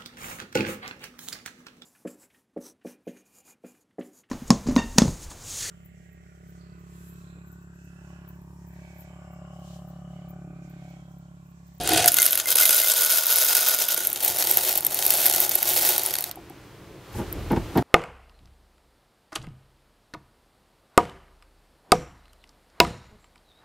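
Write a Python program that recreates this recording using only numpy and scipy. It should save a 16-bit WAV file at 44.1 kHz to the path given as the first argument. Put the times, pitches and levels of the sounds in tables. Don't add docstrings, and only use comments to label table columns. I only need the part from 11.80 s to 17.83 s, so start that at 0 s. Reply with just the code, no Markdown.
import sys
import numpy as np
from scipy import signal
from scipy.fft import rfft, irfft, next_fast_len
from scipy.io import wavfile
from scipy.ndimage import uniform_filter1d, map_coordinates

SR = 44100
rng = np.random.default_rng(int(sys.argv[2]) if len(sys.argv) > 2 else 0)


def wav_record(signal):
    frames = np.transpose(np.atleast_2d(signal))
    bounded = np.clip(frames, -1, 1)
    quanta = np.round(bounded * 32767).astype(np.int16)
    wavfile.write(sys.argv[1], SR, quanta)


def gain_from_db(level_db):
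    decades = np.asarray(level_db, float) / 20
    return 10 ** decades


N = 265746
END_S = 6.027

# (time [s], level [dB])
RUMBLE_LEVEL = [(0, -30), (.12, -26), (.5, -49), (1.04, -52), (1.33, -79), (1.6, -55), (2.6, -42),
                (4.2, -44), (5.27, -39), (5.37, -33.5), (6.03, -29.5)]
# (time [s], level [dB])
HISS_LEVEL = [(4.5, -48.5), (4.55, -53), (5.2, -53.5), (5.4, -45), (6.03, -45.5)]
# (frequency [Hz], density [dB per Hz])
RUMBLE_COLOUR = [(12, -39), (20, -1), (118, 3.5), (221, -8), (255, -16), (282, -4.5), (338, -5.5),
                 (390, -9), (528, -15), (2500, -55.5), (3250, -69), (5500, -120)]
# (frequency [Hz], density [dB per Hz])
HISS_COLOUR = [(600, -6.5), (1000, -3.5), (2300, -11), (6000, -19.5), (12000, -23.5), (16000, -23.5)]
# (frequency [Hz], t60 [s])
KITCHEN_DECAY = [(200, .25), (2000, .12), (12000, .045)]
# (frequency [Hz], level [dB])
PAIR_WIDTH = [(25, -21), (60, -24), (150, -6.5), (400, -8), (1000, -6), (2500, -9), (5000, -0.5),
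              (12000, 3)]
# (frequency [Hz], level [dB])
OVERALL_TONE = [(20, -20), (1000, 0.5), (3000, 3.5), (7000, 1.5), (10000, 0), (13000, 2), (15700, -1.5),
                (15950, -34.5), (16600, -58)]

# (time [s], level [dB])
PALM_WEIGHT = [(5.3, -52), (5.37, -25), (5.41, -37), (5.746, -30.5), (5.77, -43), (5.836, -29),
               (5.932, -55), (5.95, -48), (6.026, -38)]
# (time [s], length [s], level [dB])
SKIN_RUBS = [
    (5.379, .035, -46),
    (5.77, 0.027, -56),
    (5.986, 0.057, -52),
]
# (frequency [Hz], density [dB per Hz])
THUMP_COLOUR = [(15, -22.5), (45, 3), (70, -1), (130, -10), (300, -71)]
# (frequency [Hz], density [dB per Hz])
RUB_COLOUR = [(1500, -27), (5000, -10), (12000, -7), (16000, -16.5)]
# (time [s], peak [dB], brightness [dB], length [s])
LID_PATS = [
    (5.339, -32, 0, 0.034),
    (5.379, -24, -12, 0.055),
    (5.509, -46, -15, 0.019),
    (5.701, -16.5, -7, 0.035),
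    (5.725, -17.5, -10, 0.021),
    (5.76, -15.5, -6.5, 0.02),
    (5.951, -13.5, -15, 0.039),
    (5.973, -13.5, 0.5, 0.025),
    (6.019, -13.5, -26, 0.05),
]
# (frequency [Hz], width [Hz], level [dB])
LID_MODES = [(54.5, 32, -2), (119.5, 22, 3.5), (163, 69, -1.5), (330, 83, -2), (515, 130, -8),
             (800, 210, -7.5), (990, 200, -8), (1450, 450, -14.5), (2740, 1000, -49)]
# (time [s], peak [dB], pitch [Hz])
EDGE_TICKS = [(4.5565, -27, 11700), (4.6976, -31.5, 12400), (5.3288, -35, 12040), (5.5257, -11, 13300),
              (5.7184, -23, 11000), (5.7618, -39, 6350), (5.9733, -14.5, 13900), (6.0254, -38, 6480)]
# (time [s], peak [dB], pitch [Hz], t60 [s])
BODY_NOTES = [
    (.103, -15, 320, 0.16),
    (.128, -12, 322, 0.13),
    (.256, -14.5, 702, .07),
    (4.572, -27, 740, 0.032),
    (4.582, -28, 330, 0.087),
    (4.702, -22, 334, .04),
    (4.703, -35, 764, 0.046),
]
# (time [s], peak [dB])
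PANEL_HITS = [
    (.388, -28.5),
    (.657, -32.5),
    (.82, -28),
    (1.03, -32.5),
]

# (time [s], body [0 cup, 1 empty hopper, 2 bean bed])
STRUCK_BODY = [
    (0, 0.25),
    (.27, 0.31),
    (.29, 1.145),
    (2.0, 0.917),
    (2.5, 1.576),
    (4.6, 1.6),
]
# (frequency [Hz], width [Hz], level [dB])
CUP_MODES = [(320, 41, 2), (476, 94, 4.5), (719, 47, 17), (2130, 40.6, -15), (2460, 83, -3), (3420, 637, 8),
             (4930, 510, 3.5), (6770, 800, -20)]
# (frequency [Hz], width [Hz], level [dB])
HOPPER_MODES = [(330, 65, -17.5), (494, 39, -4.5), (652, 52, -3.5), (906, 126, -9), (1455, 81, 3.5),
                (2117, 26, 2), (3517, 1050, 0.5), (5000, 470, 10.5), (6580, 900, 5.5)]
# (frequency [Hz], width [Hz], level [dB])
BED_MODES = [(360, 35, -2), (504, 41, -2), (711, 154, 0), (1368, 220, -4.5), (1990, 140, -13.5),
             (3380, 300, -14), (5010, 1280, 1)]
# (frequency [Hz], density [dB per Hz])
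CRACK_COLOUR = [(500, -35), (1300, 0.5), (3500, -1), (7000, -2), (10000, 4), (16000, -27.5)]
# (frequency [Hz], density [dB per Hz])
HUSK_COLOUR = [(4000, -50.5), (8000, -7), (11500, 5), (14000, 6), (16500, -7.5)]
# (time [s], level [dB])
FLOW_LEVEL = [(0, -37.5), (.13, -22), (.264, -24.5), (.283, -19), (.3, -36), (.46, -24), (.66, -36),
              (.72, -23), (1.12, -26.5), (1.75, -25.5), (2.2, -30), (2.78, -29), (2.95, -29), (3.45, -27.5),
              (3.7, -28), (4.1, -26.5), (4.3, -35.5), (4.52, -47.5)]
# (time [s], length [s], depth [dB])
LIP_STALLS = [(.5, 0.06, 7), (.565, 0.0093, 5.5), (.64, 0.026, 5), (.745, .01, 13.5), (1.43, 0.042, 5),
              (2.07, .02, 7), (2.32, 0.096, 9), (2.55, 0.023, 5.5), (3.03, .05, 8), (3.13, 0.13, 6),
              (3.68, 0.02, 8.5), (3.8, 0.07, 7)]
PING_OVER_FLOW = [-14, 6, 5.5]
DRUM_OVER_FLOW = [3.5, -10, -3.5]
PING_GROWS, DRUM_GROWS, USUAL_DB = 1.17, 0.68, -26.5

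# (time [s], peak [dB], ping [Hz],
# clack [dB])
STRAY_BEANS = [(0.0347, -16, 11600, -40.5), (0.0738, -11.5, 15000, -16.5), (0.0904, -4, 12500, -16.5),
               (0.1331, -1.5, 12300, -28.5), (0.176, -6.5, 7950, -15.5), (0.2415, -18.5, 11400, -3.5),
               (0.2585, 1, 11100, -20), (0.277, 8, 12400, -9), (0.318, -1, 10300, -29.5),
               (0.3415, 2.5, 11200, -22.5), (0.3677, 2, 12600, -19.5), (0.385, -0.5, 12100, -13),
               (0.405, -9, 10500, -25.5), (0.418, 2, 10100, -23.5), (0.4266, 1.5, 12600, -19.5),
               (0.4543, -1, 13000, -28), (0.4625, 4, 11170, -19.5), (0.4764, -9, 13000, -25),
               (0.5072, -5, 13100, -30.5), (0.5217, -5, 11640, -35), (0.529, -1, 13200, -23.5),
               (0.5534, 1, 11400, -24.5), (0.5741, -6, 11500, -23), (0.5985, -18, 11400, -19),
               (0.6566, -8, 11300, -33.5), (0.686, -6.5, 11500, -22.5), (0.7035, -3.5, 9160, -39),
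               (0.7246, -13, 12200, -25), (0.754, -1, 11100, -26),
               (0.7843, -5, 13300, -20), (0.8302, -12, 11700, -28), (0.8537, 2, 11200, -17.5),
               (0.8916, 1.5, 10500, -19), (1.2607, -3, 11200, -31), (1.309, -2.5, 13600, -24),
               (1.4665, -2.5, 11440, -36.5), (1.5341, -3, 13100, -34), (1.5578, -3, 12800, -23.5),
               (1.6469, -3.5, 9500, -36), (1.6783, -21.5, 12500, -56.5), (1.7511, -1, 8810, -18.5),
               (1.8626, -10.5, 14000, -20.5), (1.8848, 0, 14300, -24.5), (2.0859, -5, 12600, -23.5),
               (2.2494, -6, 13600, -30), (2.2702, 1, 12100, -37), (2.3003, -10, 14200, -45),
                (2.3288, -4.5, 12900, -40.5), (2.359, -15.5, 13500, -25.5), (2.405, -16, 11800, -26.5),
                (2.434, -5.5, 14700, -34), (2.4465, 0.5, 14500, -46), (2.4786, -2.5, 13200, -26),
                (2.5475, -16.5, 11800, -37), (2.57, -13, 14600, -33), (2.6232, -7, 12700, -19),
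                (2.6962, -17, 13900, -44), (2.7114, 1.5, 12900, -36), (2.7715, 1, 13000, -39),
                (2.8953, -16, 12700, -38), (2.9262, -8, 12700, -25), (2.9743, 1, 14100, -44),
                (3.006, -7.5, 13900, -37.5), (3.031, -16.5, 14600, -44), (3.0481, -1.5, 13000, -50),
                (3.0651, 1, 12400, -30), (3.1442, -3, 12500, -41), (3.1883, -7, 11600, -26),
                (3.2235, -7, 12600, -21), (3.2513, -4, 13000, -24.5),
               (3.264, 2.5, 12900, -34), (3.288, -16, 12200, -56), (3.3038, 4, 13900, -19.5),
                  (3.3594, -12, 12740, -60), (3.3707, -6, 9800, -37.5), (3.415, -9, 12800, -31.5),
                  (3.456, -0.5, 12600, -22.5), (3.463, 5, 12600, -18.5), (3.6017, 1.5, 13200, -36.5),
                  (3.6926, -3, 12300, -28), (3.7528, 2, 12600, -37), (3.8275, -1.5, 12900, -25),
                  (3.876, -9, 13800, -42), (3.9055, -16.5, 13800, -30.5), (3.935, -5.5, 14200, -29),
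                  (4.0639, -5.5, 13600, -26), (4.089, -3.5, 14000, -24),
               (4.2337, -7, 12800, -35), (4.2603, -3.5, 10700, -30), (4.3081, -18, 14000, -41.5),
               (4.338, -6.5, 12200, -24), (4.3531, -8, 11800, -23.5), (4.3851, -8, 13100, -24),
               (4.407, -9, 14900, -34.5), (4.4225, -12.5, 12500, -35), (4.4397, -9.5, 13500, -27),
               (4.5117, -16, 12700, -34)]


def unit(x):
    return x / np.sqrt(np.mean(x ** 2) + 1e-20)


def along(points, hz):
    f, v = np.transpose(points)
    return np.interp(np.log(hz + 1), np.log(f + 1), v)


def curves(rows):
    s, *cols = np.transpose(rows)
    return [np.interp(np.arange(N) / SR, s, c) for c in cols]


def swells(rows):
    t = np.arange(N) / SR
    return sum(height * np.exp(-((t - s) / abs(length_s)) ** 2) for s, length_s, height in rows)


def wobble(rate):
    knots = rng.standard_normal(int(N * rate / SR) + 4)
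    return map_coordinates(knots, [np.arange(N) * rate / SR])


def filtered(x, response):
    m = next_fast_len(N + SR // 2)
    return irfft(rfft(x, m) * response(np.fft.rfftfreq(m, 1 / SR)), m)[..., :N]


def modes(peaks):
    def response(f):
        return sum((-1) ** k * gain_from_db(db) * 1j * f * w / (c * c - f * f + 1j * f * w)
                   for k, (c, w, db) in enumerate(peaks))
    return response


def steady(x):
    power = np.mean(x ** 2, 0)
    slow = uniform_filter1d(uniform_filter1d(power, SR // 12), SR // 12)
    return x / np.sqrt(np.abs(slow) + 1e-12)


def noise(spectrum, alike):
    mid, side = filtered(rng.standard_normal((2, N)), lambda hz: gain_from_db(along(spectrum, hz)))
    apart = np.sqrt(np.clip((1 - alike) / (1 + alike), 0, 1))
    return unit(np.array([mid + apart * side, mid - apart * side]))


def grains(s, hz, t60, db, pan_db, lag_s, size=256):
    t = np.arange(size) / SR
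    pitch = hz[:, None]
    at = np.clip(np.round(s * SR).astype(int), 0, N)[:, None] + np.arange(size)
    fade = gain_from_db(db[:, None] - 60 * t / t60[:, None]) * (1 - np.exp(-t * pitch / 0.74)) ** 2
    ears = []
    for side in (1, -1):
        level = fade * gain_from_db(side * pan_db / 2)[:, None]
        wave = level * np.sin(2 * np.pi * pitch * (t + side * lag_s[:, None] / 2))
        ears.append(np.bincount(at.ravel(), wave.ravel(), N + size)[:N])
    return np.array(ears)


def bursts(s, db, t60, spectrum, alike):
    power = np.bincount(np.round(s * SR).astype(int), gain_from_db(2 * db), N)[:N]
    power = signal.lfilter([1], [1, -gain_from_db(-120 / (t60 * SR))], power)
    return np.sqrt(np.abs(power)) * noise(spectrum, alike)


def kitchen_air():
    rumble_db, = curves(RUMBLE_LEVEL)
    hiss_db, = curves(HISS_LEVEL)
    rumble = gain_from_db(rumble_db + 3 + 1.5 * wobble(12)) * noise(RUMBLE_COLOUR, alike=.88)
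    return rumble + gain_from_db(hiss_db) * noise(HISS_COLOUR, alike=.6)


def echo(x):
    hz, t, z = signal.stft(rng.standard_normal((2, SR // 3)), SR, nperseg=128)
    decay = gain_from_db(-60 * t / along(KITCHEN_DECAY, hz)[:, None])
    tail = signal.istft(z * decay, SR, nperseg=128)[1]
    tail = tail[0] + .6 * tail[1] * np.array([[1], [-1]])
    late = np.pad(np.mean(x, 0), (60, 0))[None]
    return signal.fftconvolve(late, tail / np.linalg.norm(tail[0]), axes=1)[:, :N]


def palm():
    thump_db, = curves(PALM_WEIGHT)
    resting = np.arange(N) > 5.3 * SR
    thump = gain_from_db(thump_db + 12.0) * noise(THUMP_COLOUR, alike=0.31)
    rub = swells([(s, length_s, gain_from_db(db)) for s, length_s, db in SKIN_RUBS])
    return resting * thump + rub * noise(RUB_COLOUR, alike=0.33)


def pats():
    bright, dull, t = np.zeros(N + SR), np.zeros(N + SR), np.arange(SR // 8) / SR
    for s, db, bright_db, length_s in LID_PATS:
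        u = t / max(length_s, .004)
        jolts = rng.standard_normal(len(t)) * 2 * np.sqrt(u) * np.exp(-2 * u ** 2)
        dull[round(s * SR):][:len(t)] += gain_from_db(db + 27.5) * jolts
        bright[round(s * SR):][:len(t)] += gain_from_db(db + bright_db + 14) * jolts * np.exp(-u)
    lid = modes(LID_MODES)

    def bright_response(f):
        bass_cut = (1j * f / 600) / (1 + 1j * f / 600)
        return (lid(f) + 0.14) * bass_cut / (1 + 1j * f / 2500) ** 2

    soft = filtered(dull[:N], lambda f: lid(f) / (1 + 1j * f / 500) ** 2)
    return soft + filtered(bright[:N], bright_response)


def ticks():
    s, db, hz = np.transpose(EDGE_TICKS)
    lag_s = 2e-5 * rng.standard_normal(len(s))
    ring = grains(s + 0.0012, hz, .002 + 0 * s, db + 3, 0 * s, lag_s)
    return ring + bursts(s + 0.00082, db - 12, 0.01, HUSK_COLOUR, alike=0.5)


def body_notes():
    s, db, hz, t60 = np.transpose(BODY_NOTES)
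    return grains(s, hz, t60, db, 0 * s, 0 * s, size=4096)


def panel():
    s, db = np.transpose(PANEL_HITS)
    pitch_hz, t60_s = 2084, 0.15
    return grains(s, pitch_hz + 0 * s, t60_s + 0 * s, db, 0 * s, 0 * s, size=4096)


def walls(blows):
    fill, = curves(STRUCK_BODY)
    bodies = [CUP_MODES, HOPPER_MODES, BED_MODES]
    return sum(unit(filtered(blows, modes(body))) * np.clip(1 - abs(fill - k), 0, 1)
               for k, body in enumerate(bodies))


def bean(s, db, hz, luck):
    t60_s = .004 * np.exp(.3 * luck[:, 1])
    ping = grains(s, hz, t60_s, db, 1.2 * luck[:, 3], 1.3e-5 * luck[:, 0])
    return ping + bursts(s, db - 9, .011, HUSK_COLOUR, alike=.7)


def contacts(count, clump_db, spread_db):
    crowd = np.cumsum(gain_from_db(clump_db * wobble(35)) * (np.arange(N) < 4.5 * SR))
    draw = rng.random((count, 2))
    s = np.interp(draw[:, 0], crowd / crowd[-1], np.arange(N) / SR)
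    db = -spread_db * np.log(draw[:, 1] + 40 / count)
    return s, db, rng.standard_normal((count, 6))


def stream():
    clack_db = curves(FLOW_LEVEL)[0] - swells(LIP_STALLS)
    fill, = curves(STRUCK_BODY)
    swing_db = clack_db - USUAL_DB
    ping_db = USUAL_DB + PING_GROWS * swing_db + np.interp(fill, np.arange(3), PING_OVER_FLOW)
    drum_db = USUAL_DB + DRUM_GROWS * swing_db + np.interp(fill, np.arange(3), DRUM_OVER_FLOW)
    s, db, luck = contacts(count=11000, clump_db=3.5, spread_db=4.2)
    usual_hz = np.interp(s, [0, 4.5], [11500, 13200])
    hz = np.clip(usual_hz * np.exp(0.22 * luck[:, 4]), 6000, 15800)
    ping = bean(s, db + 3 * luck[:, 5], hz, luck)
    clack = bursts(s, .85 * db, .013, CRACK_COLOUR, alike=.85)
    blows = rng.standard_normal(N) * np.abs(clack[0])
    drum = filtered(walls(blows), lambda f: 1 / (1 + 1j * f / 1000) ** 3)
    clatter = steady(.7 * unit(clack) + .8 * unit(walls(clack)))
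    flow = gain_from_db(ping_db - 2) * steady(ping) + gain_from_db(clack_db - 2) * clatter
    return (np.arange(N) < 4.52 * SR) * (flow + gain_from_db(drum_db) * steady(drum[None]))


def strays():
    rows = STRAY_BEANS
    s, db, hz, clack_db = np.transpose(rows)
    luck = rng.standard_normal((len(s), 4, 6))
    rebound = np.arange(4) / 3
    rattle_s = .003 * gain_from_db(.5 * db)[:, None]
    times = s[:, None] + .001 + rattle_s * (rebound + .1 * luck[..., 4] * rebound)
    loss_db = 2 - 12 * rebound - 5 * (rebound > 0)
    pitch_hz = np.clip(hz[:, None] * (1 + 0.095 * luck[..., 5] * (rebound > 0)), 5000, 15800)
    ping_db = db[:, None] + loss_db - 5.5
    crack_db = np.minimum(clack_db, -15)[:, None] + loss_db + 1.5
    pings = bean(times.ravel(), ping_db.ravel(), pitch_hz.ravel(), luck.reshape(-1, 6))
    crack = bursts(times.ravel(), crack_db.ravel(), .012, CRACK_COLOUR, alike=.85)
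    return pings + .75 * crack + .6 * np.std(crack) * walls(crack)


def pour():
    return stream() + strays()


def scene():
    near = pour() + panel() + pats() + ticks() + body_notes()
    return near + gain_from_db(-11) * echo(near) + kitchen_air() + palm()


def top_cut(x):
    return signal.sosfilt(signal.butter(12, 16500, fs=SR, output="sos"), x)


def record(dry):
    mid = (dry[0] + dry[1]) / 2
    side = filtered((dry[0] - dry[1]) / 2, lambda hz: gain_from_db(along(PAIR_WIDTH, hz)))
    x = filtered(np.array([mid + side, mid - side]), lambda hz: gain_from_db(along(OVERALL_TONE, hz)))
    x = x / (1 + np.abs(x / .99) ** 8) ** (1 / 8)
    return top_cut(x * (np.arange(N) < END_S * SR))


dry = scene()
out = record(dry)
wav_record(out)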